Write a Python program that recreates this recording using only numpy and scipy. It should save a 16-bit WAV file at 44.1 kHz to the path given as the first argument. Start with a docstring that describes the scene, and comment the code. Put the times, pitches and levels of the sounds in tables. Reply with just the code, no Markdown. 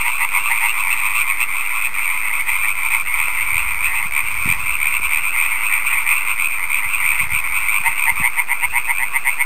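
"""A pond at dusk: many male tree frogs rattle together, near callers over a throbbing crowd.
Each call is a short swelling train of pulses; every pulse excites the vocal sac at two main pitches.
Water and banks return short echoes. Wind rumbles and pops on the ports of a small camera microphone,
over hiss and faint whines. Its coarse converter holds each sample, so the chorus is mirrored in the treble."""
import sys
import numpy as np
from scipy import signal
from scipy.fft import rfft, irfft, next_fast_len
from scipy.io import wavfile
from scipy.ndimage import uniform_filter1d, minimum_filter1d

SR = 44100
rng = np.random.default_rng(int(sys.argv[2]) if len(sys.argv) > 2 else 0)


def to_wav(s):
    """Save 16-bit WAV."""
    ch = np.atleast_2d(s).T  # columns
    pcm = np.round(np.clip(ch, -1, 1) * 32767)  # PCM
    wavfile.write(sys.argv[1], SR, pcm.astype(np.int16))


N = 416744


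def from_db(db):
    """Logarithmic level: 20 dB is a tenfold amplitude."""
    return 10 ** (np.asarray(db) / 20)


def rms_one(x):
    """Normalisation: the root of the mean power becomes 1."""
    return x / np.sqrt(np.mean(x ** 2) + 1e-20)


def in_time(rows):
    """Linear interpolation: each column after t becomes a curve over all samples."""
    t, *columns = np.transpose(rows)
    return [np.interp(np.arange(N) / SR, t, column) for column in columns]


def coloured(spectrum):
    """Spectral shaping: white noise is weighted in frequency, then scaled to rms 1."""
    size = next_fast_len(N)
    hz, db = np.transpose(spectrum)
    bin_hz = np.arange(1, size // 2 + 2) * SR / size
    shape_db = np.interp(np.log(bin_hz), np.log(hz), db)
    white = rfft(rng.standard_normal(size))
    return rms_one(irfft(white * from_db(shape_db), size)[:N])


PULSES_DRAWN = 14   # most pulses a call can have
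SWELL_POINTED = 0.69   # exponent of the swell; under 1 its top is flat
LOWER_SWELL = 0.71   # swell of the lower ring as a share of the upper's, in dB


def pulse_trains(calls, jitter_s, uneven_db):
    """Pulsed excitation: a call swells and fades while its pitch rises and its pulses lengthen.

    Returns, per pulse: t/s, f/Hz, cycles so far, stretch, upper level/dB, lower level/dB."""
    start, length, rate, hz, db, lower_db, late = (column[:, None] for column in calls.T)
    chance = rng.standard_normal((len(calls), 4, PULSES_DRAWN))
    step = np.arange(PULSES_DRAWN)
    along = (step + .7) / (length * rate + 0.198)   # the call ends at 1
    swell = np.sin(np.pi * np.clip(along, 0, 1) ** late).clip(1e-6) ** SWELL_POINTED
    swell_db = 20 * np.log10(swell)
    at = start - .0006 + step / rate + jitter_s * chance[:, 0]
    pitch = hz * (1 + .11 * (along - .6) + .006 * chance[:, 1])
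    # the cords keep their beat from pulse to pulse, with a slight slip
    cycles = np.cumsum(pitch * np.diff(at, prepend=0) + 0.095 * chance[:, 3], axis=1)
    stretch = 0.77 + 0.44 * along
    upper_db = db + swell_db + uneven_db * chance[:, 2]
    lower_db = upper_db + lower_db - (1 - LOWER_SWELL) * swell_db
    return [column[along < 1] for column in (at, pitch, cycles, stretch, upper_db, lower_db)]


# Rings of the vocal sac: f as share of the call's upper pitch,
# level/dB added to the pulse level, t/s to the top of the ring before stretching
UPPER_RINGS = [(1, 3.5, 0.0024), (1.3, -11, 0.00082), (1.6, -23, 0.002), (2.1, -19, 0.00042)]
LOWER_RINGS = [(0.445, 3.44, 0.0033)]
RING_SAMPLES = 440


def sac_rings(at, hz, cycles, stretch, db, rings):
    """Damped resonance: each pulse swells softly and dies, as a power of t exp(-t), at each ring pitch."""
    t, waves = np.arange(RING_SAMPLES) / SR, 0
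    for share, ring_db, top_s in rings:
        age = t / (top_s * stretch[:, None])
        envelope = (age * np.exp(1 - age)) ** 4.25
        tone = np.sin(2 * np.pi * share * (hz[:, None] * t + cycles[:, None]))
        waves = waves + from_db(db + ring_db)[:, None] * envelope * tone
    # one second of margin takes in pulses that begin before the scene
    where = np.round(at * SR).astype(int)[:, None] + np.arange(RING_SAMPLES) + SR
    return np.bincount(where.ravel(), waves.ravel(), N + 3 * SR)[SR:SR + N]


# The farther frogs: t/s, upper ring level/dB (rms before the throb), mean upper ring f/Hz
CROWD_CURVE = [(0, -22.5, 2332), (.5, -22.5, 2332), (1.4, -22, 2300), (2, -23.5, 2296), (2.6, -20.5, 2301),
               (3.3, -21, 2320), (4.2, -23, 2337), (5, -22.5, 2368), (5.8, -20.5, 2350), (6.6, -22.5, 2347),
               (7.4, -21, 2339), (8.2, -24.5, 2379), (8.8, -28, 2434), (9.45, -27, 2423)]
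# A further ring near 1.3 kHz, in the crowd only: f as share of upper pitch, level/dB, t/s to its top
CROWD_MURMUR = [(.56, 2, 0.0033)]
CROWD_CALLS_DRAWN, CROWD_CALLS_PER_S = 1200, 70
CROWD_SPREAD_HZ = 150   # standard deviation of pitch
CROWD_LOWER_DB = -10.5   # lower rings and murmur against the upper


def crowd():
    """Incoherent superposition: farther frogs of all sizes call at random moments."""
    upper_db = in_time(CROWD_CURVE)[0]
    count = CROWD_CALLS_DRAWN
    draw = rng.random((count, 6))
    start = (np.arange(count) + 3 * draw[:, 0]) / CROWD_CALLS_PER_S - .1
    mean_hz = np.interp(start, *np.transpose(CROWD_CURVE)[::2])
    # the sum of two uniform draws, scaled to unit deviation
    hz = mean_hz + CROWD_SPREAD_HZ * (draw[:, 4] + draw[:, 5] - 1) * np.sqrt(6)
    length, rate, db = .05 + .06 * draw[:, 1], 75 + 50 * draw[:, 2], -4 * draw[:, 3]
    calls = np.c_[start, length, rate, hz, db, np.zeros(count), np.full(count, 1.3)]
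    *pulses, db, _ = pulse_trains(calls[start < N / SR], jitter_s=.0002, uneven_db=1.63)
    upper = rms_one(sac_rings(*pulses, db, UPPER_RINGS))
    lower = rms_one(sac_rings(*pulses, db, LOWER_RINGS + CROWD_MURMUR))
    return from_db(upper_db) * (upper + from_db(CROWD_LOWER_DB) * lower)


# Nearer calls: t/s of the loudest pulse, pulse rate f/Hz, upper ring f/Hz,
# level/dB at the top of the swell (ring levels are added), lower ring level/dB against the upper
NEAR_CALLS = [(0.012, 113, 2610, -21, -11), (0.083, 113, 2165, -14, -7), (0.148, 137, 2395, -16, -12),
              (0.23, 116, 2575.0, -16, -6), (0.234, 115, 2072, -14.5, -9.5), (0.363, 96, 2403, -14.5, -7),
              (0.38, 173, 2148, -12.5, -8.5), (0.468, 123, 2580, -15.5, -8),
              (0.516, 124, 2060, -13.5, -8.5), (0.579, 110, 2425, -14.5, -12), (0.65, 110, 2097, -10, -8),
              (0.696, 120, 2630, -14.0, -14), (0.799, 116, 2460, -13, -10.5), (0.872, 94, 2272, -17.5, -8),
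              (0.929, 130, 2567, -12.9, -16), (0.986, 115, 2456, -14, -16), (1.056, 106, 2433, -11, -10.5),
              (1.118, 100, 2470, -16.5, -10), (1.173, 118, 2558, -12, -12), (1.217, 160, 2350, -13, -31),
              (1.302, 128, 2400.0, -13, -11), (1.422, 122, 2550.0, -10.5, -18),
              (1.547, 142, 2140, -18.2, -15), (1.584, 74, 2500, -20.5, -9), (1.653, 115, 2600, -21, -24),
              (1.712, 125, 2175.0, -21, -15), (1.762, 122, 2487, -19.5, -7.5), (1.841, 86, 2180, -21, -15),
              (1.865, 133, 2460, -12.5, -22), (1.994, 120, 2170, -19, -37),
              (2.032, 110.0, 2570, -18.5, -27), (2.114, 87, 2325.0, -13, -16.5),
              (2.191, 134.0, 2500.0, -26, -22), (2.277, 146.0, 2163, -18, -19),
              (2.331, 117, 2125.0, -19, -22), (2.341, 79.0, 2450, -22, -20), (2.408, 206, 2170, -13.5, -24),
              (2.503, 130, 2440, -16.5, -19), (2.567, 93, 2270, -13.5, -21), (2.686, 106, 2280, -14.5, -16),
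              (2.853, 102, 2235, -18.5, -13), (2.906, 59, 2430, -14.5, -19),
              (2.949, 115.6, 2168, -10.5, -15), (3.089, 126, 2190, -22.5, -15), (3.142, 91, 2297, -21, -18),
              (3.203, 74, 2420, -10, -17), (3.292, 156, 2164, -19, -11), (3.41, 110, 2194, -13.5, -19),
              (3.486, 94, 2480, -23.5, -12), (3.558, 81, 2395, -13, -21), (3.636, 140, 2200.0, -31, -15),
              (3.698, 89, 2490, -20.5, -26), (3.724, 135, 2122, -22, -23), (3.859, 79, 2440, -10.5, -23),
              (3.976, 103.0, 2525.0, -15.5, -18), (4.051, 134, 2084, -19, -15),
              (4.061, 75, 2405, -24.5, -8), (4.166, 74, 2362, -10.5, -19), (4.307, 104, 2400, -19.5, -14),
              (4.408, 106, 2350.0, -22, -11), (4.514, 89, 2387, -7.5, -23), (4.597, 117.0, 2095, -28, -9),
              (4.711, 68.0, 2550, -16, -17), (4.758, 127, 2240, -29, -14), (4.845, 73, 2370, -10.3, -25),
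              (4.914, 89, 2300, -24, -29), (4.951, 114, 2607, -15, -15.5), (4.955, 70, 2230, -18, -26),
              (5.056, 130, 2397, -14, -16), (5.148, 78, 2407, -9.5, -30), (5.276, 103, 2460, -14, -23),
              (5.372, 133, 2105, -17, -20), (5.427, 81, 2380, -9, -29), (5.515, 108.0, 2275.0, -22.5, -31),
              (5.554, 120, 2270, -18, -20), (5.668, 114, 2540, -15, -17), (5.741, 78.0, 2363, -11.5, -29),
              (5.879, 140, 2380, -15, -24), (5.939, 127, 2400.0, -13, -16), (5.982, 127, 2176, -16.5, -28),
              (6.104, 82.0, 2476, -10, -32), (6.166, 134, 2254, -17.5, -24), (6.179, 130, 2560, -15, -16),
              (6.242, 136, 2236, -28, -23), (6.296, 104, 2430, -12.5, -15), (6.398, 110, 2200, -17.5, -20),
              (6.447, 86, 2493, -10.5, -26), (6.522, 121.0, 2434, -15.5, -28), (6.63, 91, 2140, -17.5, -23),
              (6.746, 74, 2403, -9, -22), (6.841, 120, 2113, -18.5, -22), (6.94, 112.0, 2440, -13.1, -19),
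              (7.055, 85, 2190, -12, -25), (7.106, 70, 2485, -10.5, -26), (7.205, 154, 2134, -11.7, -25),
              (7.228, 126, 2470, -13.5, -16), (7.333, 79, 2200, -17.5, -15), (7.364, 77, 2388, -9, -26),
              (7.476, 117, 2150.0, -18, -24), (7.566, 107, 2420, -13, -16), (7.62, 84, 2024, -27, -14),
              (7.687, 120, 2240, -15.5, -19), (7.764, 105, 2370, -9.5, -16), (7.875, 154, 2037, -7.5, -8.5),
              (8.026, 68, 2400.0, -11, -15), (8.096, 150, 2045, -6.5, -11.5),
              (8.199, 104, 2450.0, -14.5, -14), (8.26, 122, 2125.0, -6, -14), (8.384, 80, 2400, -19.5, -13),
              (8.396, 172, 2103, -8, -13.5), (8.524, 140, 2090, -9.5, -12.5), (8.631, 100, 2500, -22, -24),
              (8.648, 158, 2120, -8, -11.5), (8.773, 126, 2110, -9, -10), (8.784, 120, 2460, -17.5, -27),
              (8.856, 120.0, 2460, -19.5, -18), (8.91, 146, 2077, -8.5, -11), (8.984, 98, 2420, -17.5, -16),
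              (9.034, 130, 2042, -8.5, -13), (9.145, 120, 2517, -18.5, -8), (9.168, 150, 2070, -10, -14),
              (9.288, 135, 2086, -8.5, -14.5), (9.305, 78, 2500, -16.5, -27.5),
              (9.417, 150, 2100.0, -8.5, -14.5)]
PULSES_PER_CALL, PULSE_RISE_S = 8.4, .0027
# fast callers swell late and stop short; MIDDLE_RATE in pulses per s
SWELL_LATENESS, LATENESS_PER_RATE, MIDDLE_RATE = 1.6, .018, 100


def near_frogs():
    """Pulse repetition: nearer calls share one nominal pulse number, so slow callers call longer."""
    top, rate, hz, db, lower_db = np.transpose(NEAR_CALLS)
    late = np.clip(SWELL_LATENESS + LATENESS_PER_RATE * (rate - MIDDLE_RATE), .5, 4)
    pulses_before_top = np.round(PULSES_PER_CALL * .5 ** (1 / late) - .5)
    start = top - PULSE_RISE_S - pulses_before_top / rate
    calls = np.c_[start, PULSES_PER_CALL / rate, rate, hz, db, lower_db, late]
    *pulses, db, lower_db = pulse_trains(calls, jitter_s=.0001, uneven_db=2.0)
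    return sac_rings(*pulses, db, UPPER_RINGS) + sac_rings(*pulses, lower_db, LOWER_RINGS)


# Brief lulls of the crowd: t/s of the middle, level/dB change
LULLS = [(.3, -2), (1.47, -5.5), (1.91, -6.5), (2.41, -3), (3.04, -10.5), (4.105, -20), (4.99, -0.5),
         (2.45, -6), (2.77, -2.5), (6.37, -6), (6.67, -4.5), (7.292, -13), (8.31, -7), (8.46, -8),
         (8.7, -2), (9.21, -1.5)]
LULL_S = 0.012   # standard deviation of the bell-shaped dip
CROWD_FOLLOWS, FOLLOW_S, FOLLOW_FLOOR_DB = 0.19, 0.034, -31   # share in dB, averaging time, level floor


def throb(near):
    """Amplitude modulation: crowd gain in dB follows the near level about its mean, and dips at the lulls."""
    power = uniform_filter1d(near ** 2, size=round(FOLLOW_S * SR))
    level_db = 10 * np.log10(np.maximum(power, 0) + from_db(FOLLOW_FLOOR_DB) ** 2)
    t = np.arange(N) / SR
    lulls_db = sum(db * np.exp(-.5 * ((t - middle) / LULL_S) ** 2) for middle, db in LULLS)
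    return CROWD_FOLLOWS * (level_db - level_db.mean()) + lulls_db


# Gain of the chorus' rasp above RASP_HZ: t/s, level/dB
RASP_CURVE = [(0, 2), (1.5, 0), (3, -0.5), (5, -2.5), (7, -3.5), (8, -2), (8.6, -7), (9.45, -4.5)]
RASP_HZ = 3000


def rasp(chorus):
    """Band splitting: the treble of the chorus takes a slowly varying gain while its body stays."""
    body = signal.sosfiltfilt(signal.butter(3, RASP_HZ, fs=SR, output="sos"), chorus)
    return body + from_db(in_time(RASP_CURVE)[0]) * (chorus - body)


# Echoes from water and banks: t/s delay, level/dB against the direct sound
ECHOES = [(.0043, -22), (.011, -12.5), (.023, -18), (.047, -42)]


def pond(x):
    """Discrete reflection: a few delayed, weaker copies join the direct sound."""
    out = x.copy()
    for delay_s, db in ECHOES:
        delay = round(delay_s * SR)
        out += from_db(db) * np.r_[np.zeros(delay), x[:N - delay]]
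    return out


# Wind on the ports: t/s, level/dB rms
WIND_CURVE = [(0.0, -49), (0.66, -50), (1.13, -42.5), (1.55, -51), (2.11, -47), (3.21, -43), (3.81, -38),
              (4.11, -43.5), (4.47, -31.5), (4.76, -40.5), (5.34, -43.5), (6.48, -47.5), (7.34, -39.5),
              (7.9, -48), (8.2, -39), (8.4, -58), (8.7, -42), (9.05, -47), (9.45, -58)]
# Spectrum of the wind: f/Hz, relative level/dB per Hz
WIND_COLOUR = [(15, -32), (30, 2), (55, 4.5), (110, -7.5), (220, -21), (500, -29)]


def wind_rumble():
    """Turbulent pressure: low-frequency noise on the ports rises and falls with the wind."""
    return from_db(in_time(WIND_CURVE)[0]) * coloured(WIND_COLOUR)


# Spectrum of evening air and preamp: f/Hz, relative level/dB per Hz
HISS_COLOUR = [(200, -9), (500, -11), (1500, 0), (4000, -17.5), (5500, -20), (8000, -12)]
HISS_DB = -37   # rms


def hiss():
    """Stationary noise: evening air and preamp give a steady coloured hiss."""
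    return from_db(HISS_DB) * coloured(HISS_COLOUR)


# Faint tones of the camera: f/Hz, level/dB rms
WHINES = [(334, -63.5), (658, -64.5), (4620, -61.5)]


def camera_whines():
    """Pure tones: steady sinusoids, whose peak is root two times their rms."""
    t = np.arange(N) / SR
    return sum(np.sqrt(2) * from_db(db) * np.sin(2 * np.pi * hz * t) for hz, db in WHINES)


# Pops of wind pressure on the ports: t/s of the dip, peak level/dB, f/Hz
POPS = [(3.283, -22, 800), (3.529, -28, 89), (3.563, -26, 87.6), (4.061, -28, 127), (4.238, -30, 80),
        (4.351, -28, 80.5), (4.396, -60, 132), (4.441, -61, 91), (4.46, -15.5, 145), (4.477, -19, 223),
        (4.489, -35, 145), (4.5, -19, 109), (4.522, -24, 130), (4.594, -30, 100), (4.637, -30, 79.8),
        (4.999, -31, 330), (6.864, -32, 92), (7.213, -27, 113), (7.235, -26, 118), (7.27, -29, 90),
        (7.324, -26, 80), (7.337, -25, 103), (7.366, -27, 91), (7.807, -32, 127), (7.892, -31.5, 102),
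        (8.122, -31, 138), (8.202, -22, 169), (8.214, -21, 112)]


def wind_pops():
    """Pressure transient: each pop is one quick dip of pressure between two small swells."""
    out = np.zeros(N)
    for middle_s, db, hz in POPS:
        u = np.pi * hz * np.arange(-800, 800) / SR
        start = round(middle_s * SR) - 800
        out[start:start + 1600] -= from_db(db) * (1 - 2 * u ** 2) * np.exp(-u ** 2)
    return out


def scene():
    """Linear superposition: frogs with their echoes add to wind, hiss and whines."""
    near = near_frogs()
    chorus = rasp(near + from_db(throb(near)) * crowd())
    frogs = signal.sosfilt(signal.butter(6, 740, "highpass", fs=SR, output="sos"), chorus)
    camera_floor = wind_rumble() + hiss() + camera_whines() + wind_pops()
    return (pond(frogs) + camera_floor)[None]


CEILING = 0.6   # limiter threshold, amplitude


def limiter(x):
    """Gain control: gain falls just ahead of a loud pulse and returns within a few milliseconds."""
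    room = np.minimum(1, CEILING / (np.abs(x) + 1e-9))
    return x * uniform_filter1d(minimum_filter1d(room, size=131), size=131)


HOLD = 4   # samples held per converter step
OFFSET = .0919   # constant added by the converter, amplitude
ANTI_ALIAS_HZ, CUTOFF_HZ = 6100, 15760


def record(dry):
    """Sample and hold: a limited, gently low-passed signal at a quarter rate gains images about that rate."""
    smooth = signal.sosfilt(signal.butter(2, ANTI_ALIAS_HZ, fs=SR, output="sos"), limiter(dry))
    held = np.repeat(smooth[:, ::HOLD], HOLD, axis=1)[:, :N] + OFFSET
    # steep top cut: 0.1 dB ripple, 70 dB rejection
    return signal.sosfilt(signal.ellip(12, .1, 70, CUTOFF_HZ, fs=SR, output="sos"), held)


dry = scene()
out = record(dry)
to_wav(out)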